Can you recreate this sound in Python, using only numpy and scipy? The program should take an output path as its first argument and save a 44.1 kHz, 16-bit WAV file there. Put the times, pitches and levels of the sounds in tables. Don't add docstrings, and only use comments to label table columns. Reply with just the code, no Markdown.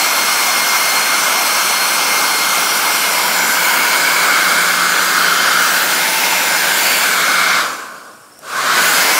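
import sys
import numpy as np
from scipy import signal
from scipy.fft import rfft, irfft, next_fast_len
from scipy.io import wavfile
from scipy.ndimage import uniform_filter1d, map_coordinates

SR = 44100
rng = np.random.default_rng(int(sys.argv[2]) if len(sys.argv) > 2 else 0)


def log_audio(samples):
    frames = np.atleast_2d(samples).T
    limited = np.clip(frames, -1, 1)
    pcm = np.round(limited * 32767).astype(np.int16)
    wavfile.write(sys.argv[1], SR, pcm)


def decibels_to_gain(level_db):
    exponent = np.asarray(level_db, float) / 20
    return 10 ** exponent


N = 405279
TOP_HZ = 15740
RUN_HZ = 178.05


def unit(x):
    return x / np.sqrt(np.mean(x ** 2) + 1e-20)


def along(points, hz):
    point_hz, values = np.transpose(points)
    return np.interp(np.log(hz + 1), np.log(point_hz + 1), values)


def curves(rows, t):
    times, *columns = np.transpose(rows)
    return [np.interp(t, times, column) for column in columns]


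def wobble(rate):
    knots = rng.standard_normal(int(N * 90 / SR) + 4)
    return map_coordinates(knots, [np.arange(N) * min(rate, 90) / SR])


def patches(shape, size):
    field = rng.standard_normal(shape)
    for axis in (0, 1, 0, 1):
        field = uniform_filter1d(field, size[axis], axis)
    return unit(field)


def shaped_noise(gain_at):
    m = next_fast_len(N)
    spectrum = rfft(rng.standard_normal(m)) * gain_at(np.fft.rfftfreq(m, 1 / SR))
    return unit(irfft(spectrum, m)[:N])


# pitch_hz, level_db (per Hz)
LEAVES = [(25, -45), (50, -26), (100, -4.5), (250, -3), (800, -10), (2300, -10), (5300, -24), (8500, -7),
          (15700, -21)]
# start_s, peak_db, pitch_hz
CRICKET_NOTES = [(8.0311, -39, 5300), (8.0464, -39, 5180), (8.0721, -36, 5850), (8.106, -37, 5400),
                 (8.1244, -43, 5270), (8.1534, -38, 5820), (8.1624, -44, 5410), (8.2167, -43, 5430),
                 (8.2442, -43, 5250), (8.2824, -46, 5190), (8.3165, -36, 5440), (8.3514, -40, 5390),
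                 (8.4188, -39, 5850)]


def garden():
    out = decibels_to_gain(-48) * shaped_noise(lambda hz: decibels_to_gain(along(LEAVES, hz)))
    chorus_hz, width_hz = 5450, 280
    chorus = shaped_noise(lambda hz: np.exp(-0.5 * ((hz - chorus_hz) / width_hz) ** 2))
    out += decibels_to_gain(-59 + 4.4 * wobble(28)) * chorus
    t = np.arange(round(0.019 * SR)) / SR
    for start_s, peak_db, pitch_hz in CRICKET_NOTES:
        note = np.hanning(len(t)) * np.sin(2 * np.pi * pitch_hz * (t - 1.2 * t * t))
        out[round(start_s * SR):][:len(t)] += decibels_to_gain(peak_db - 8) * note
    return out


# start_s, peak_db
CONTACTS = [
    (8.3903, -24),
    (8.3918, -22),
]


def switch():
    out, t = np.zeros(N), np.arange(SR // 20) / SR
    for start_s, peak_db in CONTACTS:
        crack = 0.51 * decibels_to_gain(-60 * t / 0.006) * np.diff(rng.standard_normal(len(t) + 1))
        knock = 0.17 * decibels_to_gain(-60 * t / 0.018) * np.sin(2 * np.pi * 700 * t)
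        out[round(start_s * SR):][:len(t)] += decibels_to_gain(peak_db) * (crack + knock)
    return out


def shaft(t):
    off_s, coast_s, on_s, spin_up_s = 7.587, 0.28, 8.39, 0.15
    run_hz = RUN_HZ - 0.175 * t
    coast = 1 / (1 + np.clip(t - off_s, 0, on_s - off_s) / coast_s)
    missing = (1 - coast) * np.exp(-np.maximum(t - on_s, 0) / spin_up_s)
    return run_hz * (1 - missing)


# time_s, turn (intake 0 side-on, 1 slanted, 2 facing, 3 lowered),
# aimed (barrel along the line of sight, 0-1), sail_echo_lag_ms, echo_strength (0-1)
HAND_PATH = [(0, 0, 0, 0.33, 0.2), (.7, 0.1, 0.28, .28, 0), (2.2, 0.18, 0.35, .285, 0.07),
             (2.7, 0.3, 0.4, 0.444, .25), (3.1, .5, 0.2, 0.47, 0.1), (3.5, 1.3, 0.67, .468, 0.3),
             (3.85, 2.27, 0.5, .535, 0.1), (4.4, 2.5, 0.8, 0.45, 0), (5.0, 2.5, 1, 0.56, .3),
             (5.5, 2.5, 0.88, 0.53, 0.3), (5.8, 2.1, 0.7, 0.6, 0.1), (6.1, 0.9, 0.1, 0.43, 0.2),
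             (6.6, 1.1, 0.4, 0.49, .2), (6.9, 1.85, 0.07, 0.5, 0.16), (7.2, 2.5, 0.93, 0.51, 0),
             (8.5, 4.5, 0.8, 0.42, 0), (8.8, 2.46, 0.53, 0.35, 0.1), (9.19, 0.5, 0.14, 0.29, 0.2)]


def by_turn(values, t):
    turn = np.clip(curves(HAND_PATH, t)[0], 0, 3)
    shares = [np.clip(1 - abs(turn - k), 0, 1) for k in range(len(values))]
    return sum(np.multiply.outer(value, share) for value, share in zip(values, shares))


# time_s, gain_db
NEARNESS = [(0, 0), (3.2, 0), (4.5, 0), (5.8, 0), (6.72, 0), (6.87, 1), (7.1, 0), (8.3, -1.5), (8.5, -1),
            (8.8, 3), (9.19, 1.5)]


def near_db(t):
    return curves(NEARNESS, t)[0]


# multiple (of the shaft speed), side_on_db, slanted_db, facing_db, lowered_db
STRONG_TONES = [
    (1, -54, -44, -46, -46),
    (12, -25, -27, -30, -24),
    (24, -27.5, -39, -38, -37),
    (40, -56, -31, -37, -43),
]
STRONG_AIMED_GAIN = [
    6.5,
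    -2,
    1.5,
    1,
]
# multiple (of the shaft speed), side_on_db, slanted_db, facing_db, lowered_db
WEAK_TONES = [(5, -51, -34, -54, -41), (6, -47, -43, -55, -49), (13, -38, -37, -48, -34),
              (30, -38, -45, -49, -42), (33, -40, -56, -50, -60), (34, -41, -42, -47, -55),
              (35, -40, -42, -42, -48), (39, -52, -48, -43, -51), (41, -50, -43, -51, -63),
              (45, -45, -47, -48, -52), (54, -44, -50, -53, -58), (55, -51, -46, -48, -51),
              (60, -39, -48, -52, -71), (65, -59, -40, -46, -64), (2, -50, -50, -50, -50)]


def motor():
    t = np.arange(N) / SR
    shaft_hz, aimed = shaft(t), curves(HAND_PATH, t)[1]
    unsteady_hz = shaft_hz + 0.2 * wobble(12) + 0.15 * wobble(2.5)
    phase = 2 * np.pi * np.cumsum(unsteady_hz) / SR
    decades = np.log10(shaft_hz / RUN_HZ)
    out = np.zeros(N)
    for (multiple, *seen_db), aimed_db in zip(STRONG_TONES, STRONG_AIMED_GAIN):
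        flicker_db = (0.8 + (multiple / 24) ** 2) * wobble(5)
        scattered = 0.36 * (multiple > 1) * (wobble(70) + 1j * wobble(70))
        level_db = by_turn(seen_db, t) + aimed_db * aimed + near_db(t) + 110 * decades + flicker_db
        wave = np.real((1 + scattered) * np.exp(1j * multiple * phase))
        out += np.sqrt(2) * decibels_to_gain(level_db) * wave
    for multiple, *seen_db in WEAK_TONES:
        level_db = by_turn(seen_db, t) + 70 * decades + 2.5 * wobble(14)
        wave = np.sin(multiple * phase + 2 * np.pi * rng.random())
        out += np.sqrt(2) * decibels_to_gain(level_db) * wave
    return out


def echoes(hz, t):
    shape, size = (len(hz), len(t)), (3, 13)
    scatter = 0.25 * np.clip(hz / 9000, 0.3, 1.3)[:, None]
    scattered = scatter * (patches(shape, size) + 1j * patches(shape, size))
    gain = abs(1 + scattered) / np.sqrt(1 + 2 * scatter ** 2)
    lag_ms, strength = curves(HAND_PATH, t)[2:]
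    reflected = (hz ** 2 / (hz ** 2 + 4000 ** 2))[:, None]
    echo = np.clip(strength, 0, 0.9) * decibels_to_gain(1.2 * patches(shape, size=(12, 30))) * reflected
    delayed = echo * np.exp(-2j * np.pi * hz[:, None] * lag_ms / 1000)
    return gain * abs(1 - delayed) / np.sqrt(1 + echo ** 2)


# middle_s, length_s, pitch_hz, gain_db (negative dips)
SWELLS_AND_DIPS = [(4.08, 1.46, 2230, 13), (6.95, 0.23, 2270, 6), (7.3, 0.64, 2260, 9), (9.1, 0.29, 2200, 2),
                   (3.73, 1.4, 980, 7.5), (6.36, 1.4, 920, 4.5), (7.93, 0.69, 1070, 10), (8.62, 0.39, 1080, 10.5),
                   (9.1, 0.31, 1030, 5), (6.65, 0.47, 1580, 5.5), (8.9, 0.29, 1500, 4), (5.5, 0.53, 1330, 4),
                   (2.9, 4, 1820, -8), (6.3, 0.43, 2700, 7), (6.92, .3, 4570, 8.5), (4.3, 3.9, 4820, 3),
                   (5.4, 0.51, 3100, 7), (3.79, .32, 7600, -13), (8.02, .55, 1480, 2.5), (1.2, 2.7, 7070, -7),
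                   (0.89, 2.9, 10000, -5), (3, 0.88, 6300, -11), (4.75, .7, 7600, 0), (5.28, 0.45, 8800, -6),
                   (3.8, 1.8, 3620, -6), (5.5, 0.74, 5700, 7.5), (3.3, 0.35, 10700, -7), (4.3, 0.36, 11800, -1),
                   (8.5, 0.23, 2300, -3), (7.85, 0.36, 2200, 6)]


def sweeps(hz, t):
    total_db = 0
    for middle_s, length_s, peak_hz, gain_db in SWELLS_AND_DIPS:
        passing = np.sqrt(abs(np.cos(np.pi * np.clip((t - middle_s) / length_s, -0.5, 0.5))))
        width_hz = 53 + 0.0087 * peak_hz
        total_db = total_db + gain_db * passing / (1 + ((hz[:, None] - peak_hz) / width_hz) ** 2)
    return decibels_to_gain(total_db)


CASING_PITCHES = [600, 930, 1150, 1500, 1900, 2280, 2700, 3100, 3800, 4750, 5600, 7000, 10300, 15200]
CASING_COLOURS = [
    (-11, -4, -0.5, 0, -9, -0.5, -7.5, -8, -12.5, -11.5, -7.5, -12.5, -13.5, -18),
    (-7.5, -5.5, -8.5, 1, -5, -3, -7.5, -7, -6.5, -7.5, -6.5, -11.5, -11.5, -14),
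    (-15.5, -14.5, -10, 0.14, -7.5, -8, -11, -13.5, -17, -16, -19.5, -17.5, -21.5, -20),
    (-14, -13.5, -6, 0, -18.5, -18, -23, -16.5, -13, -15, -17.5, -20, -24, -30),
    (-10, -15, -4.5, 0.087, -18, -14, -16, -18, -19.5, -15, -20, -16.5, -24.5, -29),
]
# pitch_hz, gain_db
MICROPHONE_BASS = [(25, -62), (50, -56), (100, -35.5), (160, -8), (250, -3), (400, -3), (600, 1.5)]
AIR_BORDERS = [1050, 1900, 2700]
# side_on_db, slanted_db, facing_db, lowered_db
AIR_LEVELS = [
    (-21.5, -24, -23, -22.5),
    (-21, -22, -21, -20.5),
    (-23.5, -19.5, -21.5, -13.5),
    (-16.5, -17, -16, -17.5),
]
AIR_AIMED_GAIN = [
    -1,
    7,
    -6.5,
    -1.5,
]
AIR_GROWTH = [
    41.5,
    60,
    78,
    60.3,
]


def air():
    hz, t, noise = signal.stft(rng.standard_normal(N), SR, nperseg=1024, noverlap=768)
    slow = np.clip((165 - shaft(t)) / 70, 0, 1)
    *seen_db, slow_db = [along(list(zip(CASING_PITCHES, row)), hz) for row in CASING_COLOURS]
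    colour_db = (1 - slow) * by_turn(seen_db, t) + slow * slow_db[:, None]
    colour_db = colour_db + along(MICROPHONE_BASS, hz)[:, None]
    colour = decibels_to_gain(2 * colour_db) * (hz < TOP_HZ)[:, None]
    above = [1 / (1 + (border / (hz + 1)) ** 16) for border in AIR_BORDERS]
    shares = -np.diff([np.ones_like(hz), *above, np.zeros_like(hz)], axis=0)[..., None]
    aimed = curves(HAND_PATH, t)[1]
    decades = np.log10(shaft(t - 0.0096) / RUN_HZ)
    power = 0
    for seen, aimed_db, growth, share in zip(AIR_LEVELS, AIR_AIMED_GAIN, AIR_GROWTH, shares):
        level_db = by_turn(seen, t) + near_db(t) + aimed_db * aimed + growth * decades
        part = share * colour
        power = power + decibels_to_gain(2 * level_db) * part / np.mean(part, axis=0)
    eddy_db = 0.62 * patches(noise.shape, size=(14, 8))
    flutter_db = 0.2 * patches(noise.shape, size=(300, 5))
    gain = np.sqrt(power) * echoes(hz, t) * sweeps(hz, t) * decibels_to_gain(eddy_db + flutter_db - 0.53)
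    return signal.istft(noise * gain, SR, nperseg=1024, noverlap=768)[1][:N]


def scene():
    return np.tile(garden() + switch() + motor() + air(), (2, 1))


# middle_s, low_edge_hz
SIDE_BURSTS = [(.58, 12400), (.69, 4600), (.69, 8600), (.69, 11000), (.9, 5300), (.9, 12000), (1.24, 5700),
               (1.24, 8900), (1.53, 6900), (1.575, 7600), (1.73, 7900), (1.85, 6200), (1.85, 12400),
               (2.31, 10300), (2.78, 7200), (2.78, 11700), (2.915, 13800), (3.215, 8200), (3.215, 10600),
               (3.73, 8900), (4.26, 9300), (5.75, 8200), (6.84, 5700), (6.84, 14000), (7.35, 14200),
               (8.68, 6900), (8.96, 4200), (8.96, 11700), (8.985, 9600)]


def fills():
    out, size = np.zeros(N), 1700
    hz = np.fft.rfftfreq(size, 1 / SR)
    for middle_s, low_hz in SIDE_BURSTS:
        band = (hz > low_hz) * (hz < low_hz + 1600)
        burst = unit(irfft(rfft(rng.standard_normal(size)) * band, size))
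        level_db = -24.5 - 0.5 * low_hz / 1000
        out[round(middle_s * SR) - size // 2:][:size] += decibels_to_gain(level_db) * burst * np.hanning(size)
    return np.array([out, -out])


def roll_off(x):
    return signal.sosfilt(signal.butter(12, 17060, fs=SR, output="sos"), x)


def record(dry):
    held = dry / (1 + abs(dry) ** 6) ** (1 / 6) + fills()
    m = next_fast_len(N)
    in_band = np.fft.rfftfreq(m, 1 / SR) < TOP_HZ
    mix = irfft(rfft(held, m) * in_band, m)[:, :N]
    return roll_off(mix)


dry = scene()
out = record(dry)
log_audio(out)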